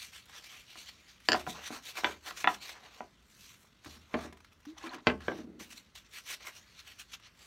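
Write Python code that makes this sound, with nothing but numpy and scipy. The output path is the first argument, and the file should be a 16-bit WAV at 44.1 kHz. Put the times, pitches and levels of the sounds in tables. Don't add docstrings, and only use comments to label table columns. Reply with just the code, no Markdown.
import sys
import numpy as np
from scipy import signal
from scipy.fft import rfft, irfft, next_fast_len
from scipy.io import wavfile
from scipy.ndimage import uniform_filter1d

SR = 44100
rng = np.random.default_rng(int(sys.argv[2]) if len(sys.argv) > 2 else 0)


def put_to_file(sound):
    columns = np.atleast_2d(sound).T
    safe = np.clip(columns, -1, 1)
    whole_steps = np.round(safe * 32767)
    wavfile.write(sys.argv[1], SR, whole_steps.astype(np.int16))


N = 328986


def gain_of(db):
    return 10 ** (np.asarray(db) / 20)


def evened(x):
    return x / np.sqrt(np.mean(x ** 2) + 1e-20)


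def read(points, hz):
    f, value = np.transpose(points)
    return np.interp(np.log(hz + 1), np.log(f + 1), value)


def add(mix, s, sound):
    part = mix[round(s * SR):][:len(sound)]
    part += sound[:len(part)]


def coloured(x, gain):
    size = next_fast_len(len(x))
    spectrum = rfft(x, size) * gain(np.fft.rfftfreq(size, 1 / SR))
    return irfft(spectrum, size)[:len(x)]


def resonate(x, hz, width):
    turn = np.exp(2j * np.pi * np.cumsum(hz) / SR)
    r = np.exp(-np.pi * width / SR)
    return 2 * (turn * signal.lfilter([1 - r], [1, -r], x / turn)).real


def ring(modes, hard_db, spot_db=1.0, contact_s=0.000067, rise_s=0.00036, seconds=.25):
    hz, db, t60 = np.transpose(modes)[:, :, None]
    spot, detune, side = rng.standard_normal((3, len(modes), 1))
    t = np.arange(round(seconds * SR)) / SR
    start_db = db + hard_db * np.log2(hz / 1000) + spot_db * spot
    size = gain_of(start_db - 60 * t / np.clip(t60, .005, .9))
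    tones = np.sin(2 * np.pi * hz * (1 + 0.013 * detune) * t)
    y = (np.sign(side) * size * tones).sum(0) * (1 - np.exp(-t / rise_s))
    push = np.hanning(round(contact_s * SR) + 3)
    y = np.convolve(y, push)[:len(t)]
    return y / abs(y).max()


# f/Hz, relative level/dB per Hz
AIR_COLOUR = [(12, -46), (20, -19.5), (53, 0), (153, -10.5), (187, -7.5), (300, -14), (355, -16.5),
              (713, -22), (775, -26), (969, -21.5), (1350, -17), (1840, -24), (2060, -18), (2240, -30),
              (15800, -46)]
AIR_DB = -66.5


def air():
    noise = coloured(rng.standard_normal(N), lambda f: gain_of(read(AIR_COLOUR, f)))
    return gain_of(AIR_DB) * evened(noise)


# t/s at full speed, hold/s,
# rise/s, fall/s (both at least 3 ms), hiss level/dB, # rasp level/dB and drag level/dB (both relative to the
STROKES_AND_BURSTS = [(0.014, 0.036, 0.14, 0.08, -55, 3.5, -15), (0.141, 0.034, 0.04, 0.069, -59.5, 6, -8),
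                      (0.379, .004, 0.13, 0.057, -60.5, 8.5, 0), (0.44, .004, 0.028, 0.15, -61.5, 11, -7),
                      (0.51, .09, 0.045, 0.077, -64, 8.5, -4), (0.703, .004, 0.045, .12, -68.5, 16, -2),
                      (.778, 0.026, 0.036, .07, -58.5, 8, -10), (.89, .004, 0.071, 0.029, -60.5, 12, -2.5),
                      (1.09, .004, 0.035, 0.089, -69, 11, -2),
                      (1.256, 0.016, 0.044, .05, -64.5, 7.5, -20.5),
                      (1.29, .004, 0.0084, 0.032, -52, -7, 4), (1.321, 0.095, .015, 0.027, -58.5, 5.5, 4.5),
                      (1.501, .004, 0.053, 0.062, -50, 4, -19), (1.544, 0.045, 0.04, .1, -66, 11.5, 13.5),
                      (1.67, 0.0036, 0.074, 0.039, -52, 9, 3), (1.726, 0.042, 0.044, 0.043, -56.5, 5, 6),
                      (1.854, 0.054, .04, 0.037, -54.5, 4, -6.5),
                      (1.973, 0.0036, 0.03, 0.073, -49.5, 7.5, 5),
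                      (2.037, 0.081, 0.023, 0.048, -60, 7.5, 10.5),
                      (2.266, 0.041, 0.039, 0.048, -55.5, 6.5, 1), (2.375, 0.046, 0.034, .04, -54, 6.5, -5),
                      (2.493, 0.052, 0.037, 0.057, -57, 6, 3), (2.621, 0.1, 0.022, 0.032, -58.5, 9.5, -1.5),
                      (2.736, 0.033, .03, 0.047, -74.5, 14, 21.5),
                      (2.853, 0.011, 0.094, 0.098, -72.5, 13, 13.5),
                      (2.941, 0.052, 0.05, 0.065, -72, 9.5, 7.5), (3.306, 0.021, 0.063, .1, -73, 4.5, -24),
                      (3.417, 0.037, 0.17, .1, -64.5, 3, -26), (3.504, 0.054, 0.12, .05, -65.5, 4.5, -9.5),
                      (3.594, .04, .05, 0.098, -69, -4, -6), (3.857, 0.1, 0.034, 0.07, -65, 7.5, 0),
                      (4.134, .004, 0.023, .03, -70, 11, 17), (4.244, .004, 0.15, 0.056, -62, 10.5, 12.5),
                      (4.526, 0.0036, 0.018, .012, -74, 8, 7), (4.697, .004, 0.053, 0.033, -72.5, 13, 4),
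                      (4.782, 0.0034, 0.013, 0.023, -63, 9, -3),
                      (4.869, 0.0028, 0.089, .025, -60.5, 8, 16.5),
                      (4.945, .004, 0.031, 0.014, -60.5, 9.5, 15),
                      (5.071, 0.0045, 0.018, 0.082, -61.5, 10.5, 15),
                      (5.216, .19, 0.021, 0.055, -70.5, 11.5, 11),
                      (5.596, 0.038, 0.0055, 0.078, -60.5, 6, -3),
                      (5.728, 0.0031, 0.052, 0.017, -55.5, 2, -5),
                      (5.779, .004, 0.068, 0.044, -59.5, 5.5, -12),
                      (5.954, 0.0044, 0.0067, .063, -58.5, 10, -3.5),
                      (6.056, 0.0079, 0.021, 0.033, -77.5, 16.5, 0),
                      (6.145, 0.043, 0.047, 0.048, -56, 6.5, -6),
                      (6.301, 0.038, 0.056, 0.03, -49.5, 7, -5.5),
                      (6.421, .02, 0.042, 0.059, -69.5, 16.5, 4), (6.47, 0.0047, 0.031, 0.052, -53, 6, 5),
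                      (6.571, 0.0047, 0.093, 0.062, -62, 7, -3), (6.796, .004, 0.025, 0.029, -61, 11, -24),
                      (6.876, 0.034, 0.042, 0.058, -63.5, 8, -1.5),
                      (6.998, 0.0045, 0.016, 0.042, -54, 5.5, -14), (7.14, .004, 0.037, 0.025, -56, 11, -6),
                      (7.262, 0.0035, 0.06, 0.039, -73, 20, 6), (7.415, .06, 0.12, 0.04, -67, 8, -1)]
EDGE_DB = 20
# t/s, fibre hiss level/dB
RUSTLE = [(0, -78), (.33, -78.5), (1.0, -75), (1.2, -79.5), (2.2, -79.5), (2.9, -79), (3.15, -83),
          (3.8, -86), (4.02, -80.5), (4.44, -85.5), (4.6, -87), (5.16, -83.5), (5.5, -91), (5.85, -82.5),
          (6.07, -90), (6.72, -74.5), (7.1, -81), (7.32, -90)]
RUSTLE_RASP_DB, RUSTLE_DRAG_DB = 11.5, -1


def hand():
    t = np.arange(0, N + 64, 64) / SR
    s, hold, rise, fall, db, rasp_db, drag_db = np.transpose(STROKES_AND_BURSTS)[:, :, None]
    early = (s - t) / np.maximum(rise, .003)
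    late = (t - s - abs(hold)) / np.maximum(fall, .003)
    shape_db = db - EDGE_DB * np.maximum(np.maximum(early, late), 0)
    rustle_db = np.interp(t, *np.transpose(RUSTLE))
    gains = []
    for extra_db, rustle_extra_db in [(0, 0), (rasp_db, RUSTLE_RASP_DB), (drag_db, RUSTLE_DRAG_DB)]:
        shape_power = (gain_of(shape_db + extra_db) ** 2).sum(0)
        rustle_power = gain_of(rustle_db + rustle_extra_db) ** 2
        gains.append(np.interp(np.arange(N) / SR, t, np.sqrt(shape_power + rustle_power)))
    return gains


# f/Hz, relative level/dB per Hz
CLOTH_COLOUR = [(180, -45.5), (300, -8), (545, -5.5), (942, -3.5), (1060, -1), (1290, -2.5), (2120, -4.5),
                (2310, -3.5), (4550, -8), (4870, -12.5), (5840, -6.5), (8410, -12.5), (10400, -17),
                (12900, -14.5), (15800, -22)]
HISS_FROM_HZ, DRAG_UP_TO_HZ = 5920, 1990


def cloth(slips_per_s=25000, spread_db=0.5, flutter_db=1.7, patchy_db=2.38):
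    size = gain_of(spread_db * np.minimum(rng.exponential(1, N), 4)) * rng.standard_normal(N)
    slips = size * (rng.random(N) < slips_per_s / SR)
    flutter = evened(uniform_filter1d(rng.standard_normal(N), 300))
    slips *= gain_of(flutter_db * flutter)
    hz, _, z = signal.stft(slips, SR, nperseg=512)
    folds = uniform_filter1d(rng.standard_normal(z.shape), 8, 0)
    folds = evened(uniform_filter1d(folds, 10, 1))
    colour_db = read(CLOTH_COLOUR, hz)[:, None] + patchy_db * folds
    slips = signal.istft(z * gain_of(colour_db), SR, nperseg=512)[1][:N]
    hiss = coloured(slips, lambda f: 1 / (1 + (HISS_FROM_HZ / (f + 1)) ** 8))
    drag = coloured(slips, lambda f: 1 / (1 + (f / DRAG_UP_TO_HZ) ** 4))
    rasp = slips - hiss - drag
    return sum(gain * evened(layer) for gain, layer in zip(hand(), [hiss, rasp, drag]))


# f/Hz, t60/s
ROOM_T60 = [(100, 0.58), (300, 0.21), (1000, 0.18), (3000, 0.12), (8000, 0.091)]


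def shop(x):
    taps = np.zeros(SR // 2)
    at = np.arange(130, SR // 2 - 20, 20)
    taps[at + rng.integers(0, 20, len(at))] = rng.choice([-1., 1.], len(at))
    hz, t, z = signal.stft(taps, SR, nperseg=256)
    decay = gain_of(-60 * t / read(ROOM_T60, hz)[:, None])
    tail = signal.istft(z * decay, SR, nperseg=256)[1]
    return signal.fftconvolve(x, tail / np.linalg.norm(tail))[:N]


# t/s, peak level/dB, brightness/dB per octave about 3 kHz
TACKS = [(.256, -52, -2), (.2942, -45.5, -8.5), (.44, -49, -4.5), (.462, -48, 1), (.728, -51, -7.5),
         (1.202, -51, -6.5), (1.83, -72, -4), (1.9535, -39, -7.5), (2.6925, -34, -9), (3.301, -67, 2),
         (3.6444, -54, -17), (3.8462, -41, -7), (4.19, -35, -11.5), (4.326, -49, -6.5), (4.371, -48.5, -8),
         (4.404, -48.5, -8.5), (4.4456, -44.5, -8), (4.531, -60, 0), (4.603, -55, -6), (4.6523, -45, -8),
         (4.766, -50, -19), (4.785, -47.5, -9.5), (5.2051, -43.5, -10), (5.5985, -40.5, -7),
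         (5.956, -52, -3), (6.2632, -42.5, -5), (6.4058, -45.5, -9.5), (6.45, -43, -7.5), (6.99, -51, -7),
         (7.135, -47, -7.5), (7.198, -49.5, -8), (7.271, -50, -9)]
TACK_S = .008


def glove():
    out, t = np.zeros(N), np.arange(SR // 10) / SR
    for s, db, bright_db in TACKS:
        def colour(f):
            low_cut = 1 + (1200 / (f + 1)) ** 4
            return gain_of(bright_db * np.log2(f / 3000 + 0.014)) / low_cut
        puff = coloured(rng.standard_normal(len(t)), colour)
        puff *= np.exp(-(t / TACK_S) ** 2)
        add(out, s, gain_of(db) * puff / abs(puff).max())
    return out


# t/s, wood peak level/dB, hardness/dB per octave about 1 kHz,
# screw, bench top and bench frame level/dB (each relative to the wood)
KNOCKS = [(0.756, -41, -0.5, -17, -6, -42.5), (1.287, -17.5, -1.5, 8.5, -5, -31.5),
          (1.319, -22.5, -2.5, 13, -1, -27.5), (1.331, -20, 0.5, 7.5, -1, -48),
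          (1.3396, -36.5, -2, 9.5, -4, -47), (1.345, -15.5, -9, -28.5, -36, -38),
          (1.351, -22, 1, -20.5, -28.5, -32), (1.466, -27, 1, -28, -6.5, -29),
          (1.474, -26.5, -17, -17, -10, -49.5), (1.705, -35, -11, -20, -1.5, -44),
          (1.985, -33.5, 1, -14.5, -11, -43.5), (2.0356, -28, -6, -31, -8, -48.5),
          (2.0444, -7.5, 6.5, -52, -8.5, -42.5), (2.071, -30, 0, -25.5, -3.5, -48),
          (2.275, -32, 5.5, -22, -8, -47), (2.309, -30.5, 3.5, -19, -9, -56), (2.443, -16, 3, -28, -4, -46),
          (2.474, -7.5, 2, -33, -18.5, -54), (3.006, -28, -6, -39, -15, -48)]
# f/Hz, relative level/dB, t60/s (at least 5 ms is played)
WOOD = [(666, -11, .03), (740, 4, 0.017), (1004, -4, 0.047), (1250, 6, 0.0081), (1410, 2.5, 0.017),
        (1743, -15.5, 0.0057), (1880, 8, 0.0069), (2610, 5, 0.004), (3000, -30, 0.019),
        (3390, -13.5, 0.042)]
# f/Hz, relative level/dB, t60/s (at least 5 ms is played)
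SCREW = [(1760, -6, 0.031), (2910, 5.5, 0.0033), (4000, -10, 0.0067), (4745, 10.5, 0.0046),
         (5100, 2, 0.0062), (5860, -10.5, 0.011), (7220, -0.5, 0.0064)]


def handle():
    out = np.zeros(N)
    for s, db, hard_db, screw_db, top_db, frame_db in KNOCKS:
        wood = ring(WOOD, hard_db)
        screw = gain_of(screw_db) * ring(SCREW, 0, contact_s=.0001)
        under = bench(hard_db + 2.5, top_db, frame_db)
        add(out, s, gain_of(db) * (wood + screw))
        add(out, s, gain_of(db) * under)
    return out


# f/Hz, relative level/dB
BENCH_COLOUR = [(88, -32), (150, -8), (378, -5), (500, -11.5), (620, -8.5), (1070, -14), (1230, -5.5),
                (1350, -17.5), (1600, -7.5), (2860, -19), (3090, -19.5), (4540, -31), (15000, -72.5)]
# f/Hz, t60/s
BENCH_T60 = [(100, 0.036), (400, 0.16), (1500, 0.035), (6000, 0.021), (14000, .05)]
# f/Hz, relative level/dB, t60/s
FRAME = [(75, 0, .8), (102, -9, .2), (131, -8, .25)]


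def bench(hard_db, top_db, frame_db, count=200):
    hz = np.linspace(np.sqrt(180), np.sqrt(14500), count) ** 2
    hz = hz * gain_of(.3 * rng.standard_normal(count))
    top = np.transpose([hz, read(BENCH_COLOUR, hz), read(BENCH_T60, hz)])
    out = gain_of(frame_db) * ring(FRAME, 0, contact_s=.006, spot_db=0, seconds=.6)
    add(out, 0, gain_of(top_db) * ring(top, hard_db, spot_db=4.5, contact_s=0.00016))
    return out


# t/s, length/s, starting level/dB, fade/dB, from f/Hz, to f/Hz
SLOSHES = [(3.849, 0.22, -58, -13, 262, 221), (4.932, .12, -47.5, -20, 300, 272),
           (5.328, .31, -47, -8, 280, 234), (5.649, 0.178, -63, -8.5, 248, 230)]
SURGE_DB, SURGE_S = 2.5, 0.012


def slosh():
    out = np.zeros(N)
    for s, length, db, fade_db, from_hz, to_hz in SLOSHES:
        u = np.linspace(0, 1, round(length * SR))
        hz = from_hz + (to_hz - from_hz) * u
        noise = resonate(rng.standard_normal(len(u)), hz, 130.)
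        noise = evened(resonate(noise, hz, 130.))
        surge = evened(uniform_filter1d(rng.standard_normal(len(u)), round(SURGE_S * SR)))
        level = gain_of(db + fade_db * u + SURGE_DB * surge)
        add(out, s, level * noise * signal.windows.tukey(len(u), .05))
    return out


# t/s, tin peak level/dB, hardness/dB per octave about 1 kHz,
# bench top and bench frame level/dB (both relative to the tin)
BUMPS = [(3.86, -45, 8, 5, -4), (3.935, -63, 2, -1, -20), (4.141, -28, 2.5, 6.5, -14.5),
         (4.248, -53.5, -3.5, 15, -35), (4.325, -53.5, 3.5, 8, -29), (4.84, -41, 8, 1, -32.5),
         (5.07, -12.5, 7.5, 2.5, -22.5), (5.098, -26.5, 6.5, 3.5, -17), (5.282, -27.5, 3.5, 8.5, -32),
         (5.316, -43, 0.5, 12.5, -23), (5.388, -40.5, -3, 6, -15)]
# f/Hz, relative level/dB, t60/s
TIN = [(241, 5, 0.08), (374, -3, 0.17), (569, -11, 0.086), (1001, -26, 0.0074), (1044, -2.5, 0.016),
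       (1546, -16.5, 0.042), (2057, -18, 0.042), (2880, -40.5, .015)]


def tin():
    out = np.zeros(N)
    for s, db, hard_db, top_db, frame_db in BUMPS:
        add(out, s, gain_of(db) * ring(TIN, hard_db, contact_s=0.000083))
        add(out, s, gain_of(db) * bench(hard_db, top_db, frame_db))
    return out


# t/s, level/dB before the decay, starting f/Hz, rise as a share of f
GLUGS = [(4.657, -53, 5500, .05), (4.667, -38, 262, .25), (4.783, -39, 5930, 0.04),
         (4.812, -51, 1620, 0.076), (4.828, -48, 6560, .05), (4.834, -44, 4100, .08),
         (4.838, -39, 1030, .05), (4.837, -39.5, 317, 0.06), (4.863, -55, 5600, 0.055),
         (4.867, -43, 245.5, 0.08), (4.876, -40, 2310, 0.033), (4.893, -38.5, 3780, .14),
         (4.918, -41.5, 955, 0.092), (4.935, -38.5, 1640, 0.021)]
BUBBLE_CYCLES = 80
LONGEST_BUBBLE_S = 0.069


def glugs():
    out, t = np.zeros(N), np.arange(round(LONGEST_BUBBLE_S * SR)) / SR
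    for s, db, hz, rise in GLUGS:
        glide = 1 + rise * (1 - np.exp(-t * hz / 6))
        turns = np.cumsum(hz * glide) / SR
        decay = gain_of(db - 60 * t * hz / BUBBLE_CYCLES)
        onset, end = 1 - np.exp(-t * hz), np.minimum((t[-1] - t) / 0.0063, 1)
        add(out, s, decay * onset * end * np.sin(2 * np.pi * turns))
    return out


# t/s, level/dB, joined by straight lines
GURGLE_LEVEL = [(4.76, -67), (4.768, -63), (4.836, -57), (4.844, -66.5), (4.91, -50), (4.942, -50),
                (5.02, -60.5)]


def gurgle(per_s=1900, cycles=5., count=24):
    s, db = np.transpose(GURGLE_LEVEL)
    u = np.arange(s[0], s[-1], 1 / SR)
    out, t = np.zeros(len(u)), np.arange(SR // 40) / SR
    for hz in np.geomspace(600, 6000, count):
        tone = np.sin(2 * np.pi * hz * t * (1 + 0.036 * hz * t))
        pop = tone * np.exp(-hz * t / cycles * 3) * (1 - np.exp(-hz * t))
        births = rng.random(len(u)) < per_s / count / SR
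        births = gain_of(2.5 * rng.exponential(1, len(u))) * births
        out += gain_of(-1.5 * np.log2(hz / 1000)) * signal.oaconvolve(births, pop)[:len(u)]
    mix = np.zeros(N)
    level = gain_of(np.interp(u, s, db))
    add(mix, s[0], level * evened(out) * signal.windows.tukey(len(u), .1))
    return mix


def scene():
    rub = cloth() + glove()
    blows = handle() + tin()
    liquid = slosh() + glugs() + gurgle()
    room = shop(gain_of(-8.5) * blows + gain_of(-12) * rub + gain_of(-16) * liquid)
    return (blows + rub + liquid + room + air())[None]


EDGE_HZ = 15900


def record(dry):
    bass_cut = signal.butter(3, 48., "highpass", fs=SR, output="sos")
    thinned = signal.sosfilt(bass_cut, dry)
    band_limit = signal.firwin(511, EDGE_HZ, window=("kaiser", 9), fs=SR)
    return signal.oaconvolve(thinned, band_limit[None], "same")


dry = scene()
out = record(dry)
put_to_file(out)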